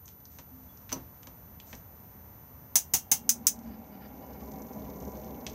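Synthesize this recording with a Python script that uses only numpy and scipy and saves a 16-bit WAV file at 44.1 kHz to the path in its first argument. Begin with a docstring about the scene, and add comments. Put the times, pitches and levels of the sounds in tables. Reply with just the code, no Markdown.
"""Lighting a caravan gas oven

A small caravan kitchen, the microphone close to the oven door. A gloved hand pushes in and turns the
knob, the valve clacks and gas hisses. The igniter snaps five times and the burner catches: a hollow,
softly crackling rush in the oven cavity that opens up as the door comes down on its scraping spring.
Low room rumble and a thin electronic whine lie under it all."""
import sys
import numpy as np
from scipy import signal
from scipy.fft import rfft, irfft
from scipy.io import wavfile

SR = 44100
rng = np.random.default_rng(int(sys.argv[2]) if len(sys.argv) > 2 else 0)


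def generate_wav(signal):
    """Clip the signal to [-1, 1] and save it as 16-bit WAV at the path in sys.argv[1]."""
    frames = np.transpose(np.atleast_2d(signal))
    scaled = np.clip(frames, -1, 1) * 32767
    pcm = np.round(scaled).astype(np.int16)
    wavfile.write(sys.argv[1], SR, pcm)


N = 244314
TIME = np.arange(N) / SR
AGE = TIME[:SR // 2]  # seconds since the onset of a short sound
VALVE_S, CATCH_S = 0.92, 2.941  # the valve opens, the gas lights

# Levels in the tables are relative, within each table.
# flame heard from outside the shut door, then through the open door: f/Hz, level/dB
FLAME_SHUT = [(35, -25.5), (62, 7), (95, -14.5), (150, -2), (210, 0), (330, -9.5), (800, -13), (1150, -25),
              (1500, -21), (2600, -26.5), (4000, -44.5), (9000, -58.5)]
FLAME_OPEN = [(35, -22.5), (48, -40.5), (64, 3.5), (88, -4), (150, 1.5), (250, -6.5), (330, -7), (500, -4),
              (800, -17.5), (1080, -20), (1300, -28), (2200, -29), (3300, -54), (10000, -50)]
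# air resonances of the oven cavity: f/Hz, width/Hz, level/dB
CAVITY_MODES = [(202.6, 11.7, 12.5), (273.3, 18.3, 15), (402.5, 32, 7.5), (515, 57, 6), (626, 15.6, 15.5),
                (775.5, 27, 17.5), (845, 38, 14.5), (992, 19, 20), (1131, 40, 12.5), (1400, 25, 10.5),
                (2200, 59, 11)]
# the door coming down: t/s, share open
DOOR_TRAVEL = [(3.7, 0.045), (4.15, 0.077), (4.27, 0.51), (4.65, 0.81), (5.0, 0.88)]
# sharpest pops of the flame: t/s, level/dB
FLAME_POPS = [(4.518, -58.5), (4.6203, -58), (5.0024, -59)]
# spectra of the ignition puff and the burning jets: f/Hz, level/dB
PUFF_SPECTRUM = [(20, -11.5), (60, -11), (400, 1.5), (900, -13), (2500, -16), (6000, -40)]
JET_SPECTRUM = [(2000, 3.5), (3500, -9), (5000, -6), (6000, -4.5), (7000, -3), (8500, -18),
                (12000, -1.5), (15000, 2)]
# igniter sparks: t/s, level/dB, kitchen tail/dB
IGNITER_SPARKS = [(2.7561, -15, -0.5), (2.9368, -24, 3.5), (3.1154, -16.5, -6), (3.2924, -13.5, -6),
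                  (3.4690, -12.5, -7)]
# hollower after-snaps from the cavity: t/s, level/dB
CAVITY_SNAPS = [(2.759, -17.5), (2.9396, -15.5), (2.9498, -25), (3.1186, -15)]
# spectra of a spark and an after-snap: f/Hz, level/dB
SPARK_SPECTRUM = [(200, -37.5), (700, -32.5), (1300, -18.5), (2300, -16.5), (3900, -12.5), (4500, -18),
                  (4900, -6), (7000, -5), (8400, -3), (9200, -4), (13500, -5.5), (15500, 0.5)]
SNAP_SPECTRUM = [(20, -45), (60, -2.5), (180, -1), (420, -10), (620, -9.5), (760, 1), (950, -1),
                 (1150, -9.5), (2200, -10.5), (3000, -7.5), (4000, -7), (6500, -1.5), (9000, -3),
                 (15500, 4.5)]
# resonances of the igniter's metal shield, oven walls and hinge spring: f/Hz, width/Hz, level/dB
SHIELD_MODES = [(6220, 60, 2.5), (6870, 40, -5.5), (6840, 85, 7), (8170, 18, -2)]
WALL_MODES = [(1350, 29, -10.5), (2150, 71, 10.5), (2570, 80, 4.5), (2880, 24, 3.5), (3300, 50, -18),
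              (3870, 19, -3.5), (4540, 40, -33)]
SPRING_MODES = [(1380, 13, 17), (1830, 160, 8), (2395, 50, 7), (2900, 23, 17), (3020, 10, 6), (3320, 16, 2),
                (3570, 30, -6), (4730, 120, 12), (5170, 150, 7)]
# struck modes of the oven's sheet steel, front panel and trim: f/Hz, level/dB, t60/s
STEEL_MODES = [(2740, 3, 0.17), (2800, 0, 0.29), (3144, -3, 0.27), (3273, -9, 0.28)]
PANEL_MODES = [(265.8, 1.5, 0.3), (340, -9, 0.36), (430, -6.5, 0.13), (536.6, 0, 0.19), (621.5, -1, 0.11),
               (783, -6, 0.081), (961, 4.5, 0.092), (1083, -1, 0.086), (1277, -4.5, 0.081)]
TRIM_MODES = [(2250, -19, 0.044), (3040, 1, 0.043), (3350, -7, 0.07), (4640, -22, 0.022), (7400, -5, 0.036)]
# the knob bottoms out and the valve clacks open: t/s, level/dB
VALVE_CLACKS = [(0.9194, -43), (0.926, -34), (0.9277, -31.5)]
# spectra of that clack and of the hissing gas: f/Hz, level/dB
CLACK_SPECTRUM = [(500, -24), (1900, -12), (2800, -1.5), (3700, -9), (4900, -2), (5600, -6), (5950, 6),
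                  (6400, -5.5), (7200, -12), (8500, -6), (9800, -14), (11000, -8), (14000, -2),
                  (15500, -1.5)]
GAS_SPECTRUM = [(150, -5), (400, 11), (1050, 11), (1300, -5.5), (2100, 1), (3000, -25.5), (4200, -86),
                (5200, -9.5), (6400, -41.5), (8000, -99.5), (15000, -4.5)]
# contacts of knob and door: t/s, level/dB, centre f/Hz, width/octaves, t60/s
CONTACTS = [(0.0576, -45, 6600, 0.48, 0.0069), (0.0797, -41.5, 3360, 1.5, .017),
            (0.0881, -44, 3460, 3.1, .011), (0.2543, -46, 4900, 0.57, 0.023),
            (0.3866, -40.5, 1600, 2.3, 0.11), (.7732, -54, 5230, .6, .04), (.8932, -36, 2200, 1.3, .02),
            (0.898, -42.5, 2360, 1.5, 0.42), (0.9196, -31, 1209, 1.2, .055), (1.2314, -44, 2200, 2, .025),
            (1.2711, -39.5, 2200, 1.9, 0.034), (1.6008, -39.5, 2900, 0.89, .022),
            (1.7294, -35, 2000, 1.06, 0.073), (1.752, -45.5, 5900, 1, .027),
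            (3.5902, -46.5, 8050, 3.6, .03), (5.4663, -27.5, 2900, 1.24, 0.054),
            (5.4977, -44, 4480, 1.44, .04)]
# contacts that ring the trim: t/s, level/dB
TRIM_PINGS = [(1.2333, -45), (1.2706, -41), (1.6004, -39), (1.727, -52), (5.4673, -38)]
# blows on the front panel: t/s, ring level/dB, thud level/dB
PANEL_KNOCKS = [(0.39, -54.5, -60), (.921, -42.5, -65), (0.93, -39.5, -50), (.9590, -53, -39),
                (1.272, -53.5, -74), (1.731, -56, -43.5)]
# the front panel rings low, then the knob gives a faint high squeak: t/s, level/dB, f/Hz, t60/s
RING_AND_SQUEAK = [(.508, -47.5, 258, 0.95), (.688, -58.5, 3400, 0.15)]
# slides of the glove on the knob, scrapes of the hinge spring: t/s, length/s, level/dB
GLOVE_STROKES = [(.3, 0.065, -61), (.52, 0.37, -70.5), (1.655, 0.086, -56)]
HINGE_STROKES = [(3.65, 0.1, -68), (3.91, .04, -67), (4.0, 0.053, -63.5), (4.2, 0.24, -69.5)]
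# spectra of the oven's thud, the glove's rustle and the hinge's scrape: f/Hz, level/dB
THUD_SPECTRUM = [(20, -27), (40, -9), (65, -5), (130, -7.5), (400, -13.5), (1200, -24.5), (4000, -51.5)]
GLOVE_SPECTRUM = [(500, 17.1), (3000, 5), (8000, 8), (10000, 0.5), (15000, 11)]
SCRAPE_SPECTRUM = [(700, -32), (1500, 7), (3000, -1.5), (5200, -5), (7500, -37), (14000, -4.5)]
# room tone of the kitchen: f/Hz, level/dB
ROOM_SPECTRUM = [(20, -47.5), (36, -41.5), (52, -4), (70, 1.5), (100, -1.5), (160, -6.5), (260, -10),
                 (330, -18), (900, -19), (1500, -25.5), (3500, -40), (8000, -42.5), (12000, -40.5),
                 (15000, -45.5)]
# resonances of the microphone port: f/Hz, width/Hz, level/dB
MIC_PORT_MODES = [(6220, 515, 12), (5930, 390, 6.5)]


def burner():
    """Turbulent flame in the oven cavity: muffled and humming behind the door, fuller once it is open."""
    shut = unit(colour(noise(FLAME_SHUT), humps(CAVITY_MODES)))
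    opened = unit(colour(noise(FLAME_OPEN), humps(CAVITY_MODES)))
    blend = np.sqrt(1 - exposure()) * shut + np.sqrt(exposure()) * opened
    flutter_db = 1.3 * wander(24.5)
    roar = flame_strength() * amp(3.5 + flutter_db) * blend
    shut_hum = amp(-45.5) * alight() * swell(3.157, 0.62, attack_s=0.09, release_s=0.064)
    hum = (shut_hum + amp(-48) * opening()) * narrow(226, width_hz=23)  # a low mode of the cavity
    draught = alight() * amp(-46.5 - 18 * (1 - opening())) * narrow(66.1, width_hz=7.2)
    return roar + hum + draught


def catch(push_db=-33, puff_db=-39):
    """The pooled gas lights with one soft push of air and a short puff."""
    progress = AGE / 0.0048
    push = amp(push_db) * (1 - progress) * np.exp(-progress) * onset(0.00033)
    puff = colour(scatter() * decay(puff_db, t60=0.039), slope(PUFF_SPECTRUM))
    out = np.zeros(N)
    add(out, CATCH_S, push + puff)
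    return out


def crackle(spray_db=-22.5, pop_hz=5990):
    """The flame spits a fine spray of tiny pops at mixed pitches; a few stand out with the door open."""
    def pop(centre_hz):
        burst = crack(scatter(), direct_db=3, near_t60=0.035, room_db=-13, room_t60=0.11)
        return colour(burst, around(centre_hz, octaves=0.8))
    sizes = sparse(per_s=130, spread_db=3)
    pitches_hz = np.geomspace(2300, 6500, num=8)
    kinds = rng.integers(0, len(pitches_hz), N)
    spray = sum(signal.fftconvolve(sizes * (kinds == k), pop(hz))[:N] for k, hz in enumerate(pitches_hz))
    out = flame_strength() * amp(spray_db) * unit(spray)
    out += amp(-66.5) * signal.fftconvolve(opening() * sparse(per_s=10), pop(pop_hz))[:N]
    for s, db in FLAME_POPS:
        add(out, s, amp(db) * pop(pop_hz))
    return out


def fizz():
    """The burning jets fizz, reaching the microphone mostly through the open door."""
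    return amp(-16) * flame_strength() * exposure() * noise(JET_SPECTRUM)


def alight(spread_s=0.33):
    """Share of the burner alight as the flame spreads along it, 0-1."""
    return 1 - np.exp(-np.maximum(TIME - CATCH_S, 0) / spread_s)


def opening():
    """How far the door is open, 0-1."""
    return np.clip(np.interp(TIME, *np.transpose(DOOR_TRAVEL)), 0, 1)


def exposure(door_leak=0.097):
    """Share of the flame's sound that comes straight out of the oven, 0-1."""
    return door_leak + (1 - door_leak) * opening()


def flame_strength():
    """The flame grows as it spreads and sounds closer as the door opens."""
    return alight() * amp(-51 + 6 * opening())


def igniter(path_change=0.68):
    """Each spark takes partly the same echo paths; the moving hand changes the rest."""
    out, same = np.zeros(N), scatter()
    for s, db, tail_db in IGNITER_SPARKS:
        paths = np.sqrt(1 - path_change ** 2) * same + path_change * scatter()
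        add(out, s, amp(db) * crack(paths, direct_db=4, near_t60=0.084, room_db=tail_db, room_t60=0.14))
    return colour(colour(out, slope(SPARK_SPECTRUM)), humps(SHIELD_MODES))


def after_snaps(steel_db=-34):
    """Hollower cracks just after the first three sparks, ringing on in the oven's steel walls."""
    cracks, steel = np.zeros(N), np.zeros(N)
    for s, db in CAVITY_SNAPS:
        snap = crack(scatter(), direct_db=7, near_t60=0.018, room_db=-1.5, room_t60=0.14)
        add(cracks, s, amp(db) * snap)
        add(steel, s, amp(db + steel_db) * ring(STEEL_MODES))
    return colour(colour(cracks, slope(SNAP_SPECTRUM)), humps(WALL_MODES)) + steel


def valve():
    """Metal meets metal at the end of the knob's travel: a quick, bright, ringing clack."""
    out = np.zeros(N)
    for s, db in VALVE_CLACKS:
        clack = crack(scatter(), direct_db=-4, near_t60=0.034, room_db=-6.5, room_t60=0.11)
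        add(out, s, amp(db + 2) * clack)
    return colour(out, slope(CLACK_SPECTRUM))


def clicks():
    """Small hard contacts of knob and door, each with its own pitch; some set the trim pinging."""
    out = np.zeros(N)
    for s, db, centre_hz, octaves, t60 in CONTACTS:
        tick = crack(scatter(), direct_db=5, near_t60=t60, room_db=-11.5, room_t60=0.23)
        add(out, s, amp(db - 9.5) * colour(tick, around(centre_hz, octaves)))
    for s, db in TRIM_PINGS:
        add(out, s, amp(db - 10.5) * ring(TRIM_MODES))
    return out


def panel():
    """The sheet-metal front rings at every blow while the whole oven thuds under it."""
    out = np.zeros(N)
    for s, db, thud_db in PANEL_KNOCKS:
        thud = colour(scatter() * decay(thud_db, t60=0.25), slope(THUD_SPECTRUM))
        add(out, s, (amp(db) * ring(PANEL_MODES) + thud) * onset(0.00047))
    return out


def hand(ticks_end_s=2.2):
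    """The rubber glove rustles and ticks; the front panel rings low, then the knob squeaks faintly."""
    rub = strokes(GLOVE_STROKES, attack_s=0.024, release_s=0.033) * amp(wander(90))
    out = rub * noise(GLOVE_SPECTRUM)
    tick = crack(scatter(), direct_db=2.5, near_t60=0.022, room_db=-10.5, room_t60=0.14)
    tick = colour(tick, around(4200, octaves=2.7))
    fidgets = sparse(per_s=11) * (TIME < ticks_end_s)
    out += amp(-69) * signal.fftconvolve(fidgets, tick)[:N]
    for s, db, hz, t60 in RING_AND_SQUEAK:
        add(out, s, decay(db, t60) * onset(0.0051) * np.sin(2 * np.pi * hz * AGE))
    return out


def gas(turn_s=1.3, rise_db=5.5):
    """Gas hisses louder as the knob turns and fades as it lights; the open door lets the jet be heard."""
    turned = np.clip((TIME - VALVE_S) / turn_s, 0, 1)
    flow = (TIME > VALVE_S) * amp(-65.5 + rise_db * (turned - 0.5))
    unlit = flow * (1 - alight()) ** 2
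    through_door = amp(-62) * opening() ** 2
    return (unlit + through_door) * noise(GAS_SPECTRUM)


def hinge():
    """Uneven stick and slip rings the hinge spring as the door swings down."""
    slip = amp(2.5 * wander(49))
    grip = strokes(HINGE_STROKES, attack_s=0.01, release_s=0.037) * slip
    return colour(grip * noise(SCRAPE_SPECTRUM), humps(SPRING_MODES))


def whine(hz=14018):
    """A thin electronic whine; its level dips briefly around 3.6 s."""
    pitch_hz = hz + 2.4 * wander(9.5)
    tone = np.sqrt(2) * np.sin(2 * np.pi * np.cumsum(pitch_hz) / SR)
    dip_db = 4 * np.exp(-((TIME - 3.6) / 0.6) ** 2)
    return amp(-53.5 - dip_db) * tone


def room_tone():
    """Low kitchen rumble and faint hiss, swelling while the hand presses on the oven."""
    pressing = swell(0.3, 2.4, attack_s=0.45, release_s=0.56)
    return amp(-54 + 3 * pressing) * noise(ROOM_SPECTRUM)


def crack(paths, direct_db, near_t60, room_db, room_t60):
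    """A sharp front, quick echoes between metal panels, then the short tail of the kitchen."""
    front = amp(direct_db) * np.exp(-AGE / 0.0006)
    near, room = decay(0, near_t60), decay(room_db, room_t60)
    return paths * np.sqrt(front ** 2 + near ** 2 + room ** 2)


def scatter(size=256):
    """Dense reflections of even strength and random phase."""
    spectra = signal.stft(rng.standard_normal(len(AGE)), nperseg=size)[2]
    phases = spectra / (abs(spectra) + 1e-12)
    return unit(signal.istft(phases, nperseg=size)[1][:len(AGE)])


def ring(modes):
    """Struck modes, dying away."""
    return sum(decay(db, t60) * np.sin(2 * np.pi * (hz * AGE + rng.random())) for hz, db, t60 in modes)


def noise(points):
    """Steady noise with the given spectrum."""
    return unit(colour(rng.standard_normal(N), slope(points)))


def narrow(hz, width_hz):
    """Turbulence in one resonance: a fuzzy, wavering tone."""
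    f = np.fft.rfftfreq(N, 1 / SR)
    return unit(irfft(rfft(rng.standard_normal(N)) / (1 + ((f - hz) / width_hz) ** 2) ** 1.5, N))


def wander(cutoff_hz):
    """Smooth random motion with an RMS of 1."""
    hz = np.fft.rfftfreq(N, 1 / SR)
    return unit(irfft(rfft(rng.standard_normal(N)) / (1 + (hz / cutoff_hz) ** 4), N))


def sparse(per_s, spread_db=1.2):
    """Impulses at random moments, a few larger than the rest."""
    sizes = amp(spread_db * np.minimum(rng.exponential(1, N), 3))
    return sizes * (rng.random(N) < per_s / SR)


def strokes(rows, attack_s, release_s):
    """One swell for each stroke of a rubbing contact."""
    return sum(amp(db) * swell(start, length, attack_s, release_s) for start, length, db in rows)


def swell(start_s, length_s, attack_s, release_s):
    """Linear attack, hold, exponential release."""
    attack = np.clip((TIME - start_s) / attack_s, 0, 1)
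    return attack * np.exp(-np.maximum(TIME - start_s - length_s, 0) / release_s)


def onset(rise_s):
    return 1 - np.exp(-AGE / rise_s)


def decay(db, t60):
    return amp(db - 60 * AGE / t60)


def colour(x, gain, size=8192):
    """Causal filter shaped like the given gain; it keeps the power of white noise."""
    hz = abs(np.fft.fftfreq(size, 1 / SR))
    log_gain = np.log(np.maximum(gain(hz), 1e-5))
    minimum_phase = np.exp(np.conj(signal.hilbert(log_gain)))
    taps = np.fft.ifft(minimum_phase).real[:size // 2]
    return signal.fftconvolve(x, taps / np.linalg.norm(taps))[:len(x)]


def slope(points):
    """Gain against frequency, through points of f/Hz, level/dB."""
    f, db = np.transpose(points)
    return lambda hz: amp(np.interp(np.log(hz + 1), np.log(f), db))


def humps(modes):
    """Gain against frequency: resonances standing out of a flat response."""
    def gain(hz):
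        peaks = sum(amp(db) ** 2 / (1 + (2 * (hz - f) / width) ** 2) for f, width, db in modes)
        return np.sqrt(1 + peaks)
    return gain


def around(centre_hz, octaves):
    """Gain against frequency: one broad hill."""
    return lambda hz: 1 / (1 + (np.log2((hz + 1) / centre_hz) / octaves) ** 2) ** 1.84


def amp(db):
    return 10 ** (np.asarray(db) / 20)


def unit(x):
    return x / np.sqrt(np.mean(x ** 2) + 1e-20)


def add(mix, s, sound):
    part = mix[max(round(s * SR), 0):][:len(sound)]
    part += sound[:len(part)]


def scene():
    """Knob, gas, sparks, flame and door at close range, in mono, over the kitchen's room tone."""
    knob = clicks() + valve() + panel() + hand()
    flame = catch() + burner() + fizz() + crackle()
    return (knob + gas() + igniter() + after_snaps() + flame + hinge() + whine() + room_tone())[None]


def record(dry, ceiling=0.6, edge_hz=15800):
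    """The microphone port rings near 6 kHz, the tallest peaks are rounded off and the top is cut."""
    at_mic = amp(0.37) * colour(dry[0], humps(MIC_PORT_MODES))
    rounded = ceiling * np.tanh(at_mic / ceiling)
    lowpass = signal.firwin(401, edge_hz, window=("kaiser", 9), fs=SR)
    return signal.oaconvolve(rounded, lowpass, "same")[None]


dry = scene()
out = record(dry)
generate_wav(out)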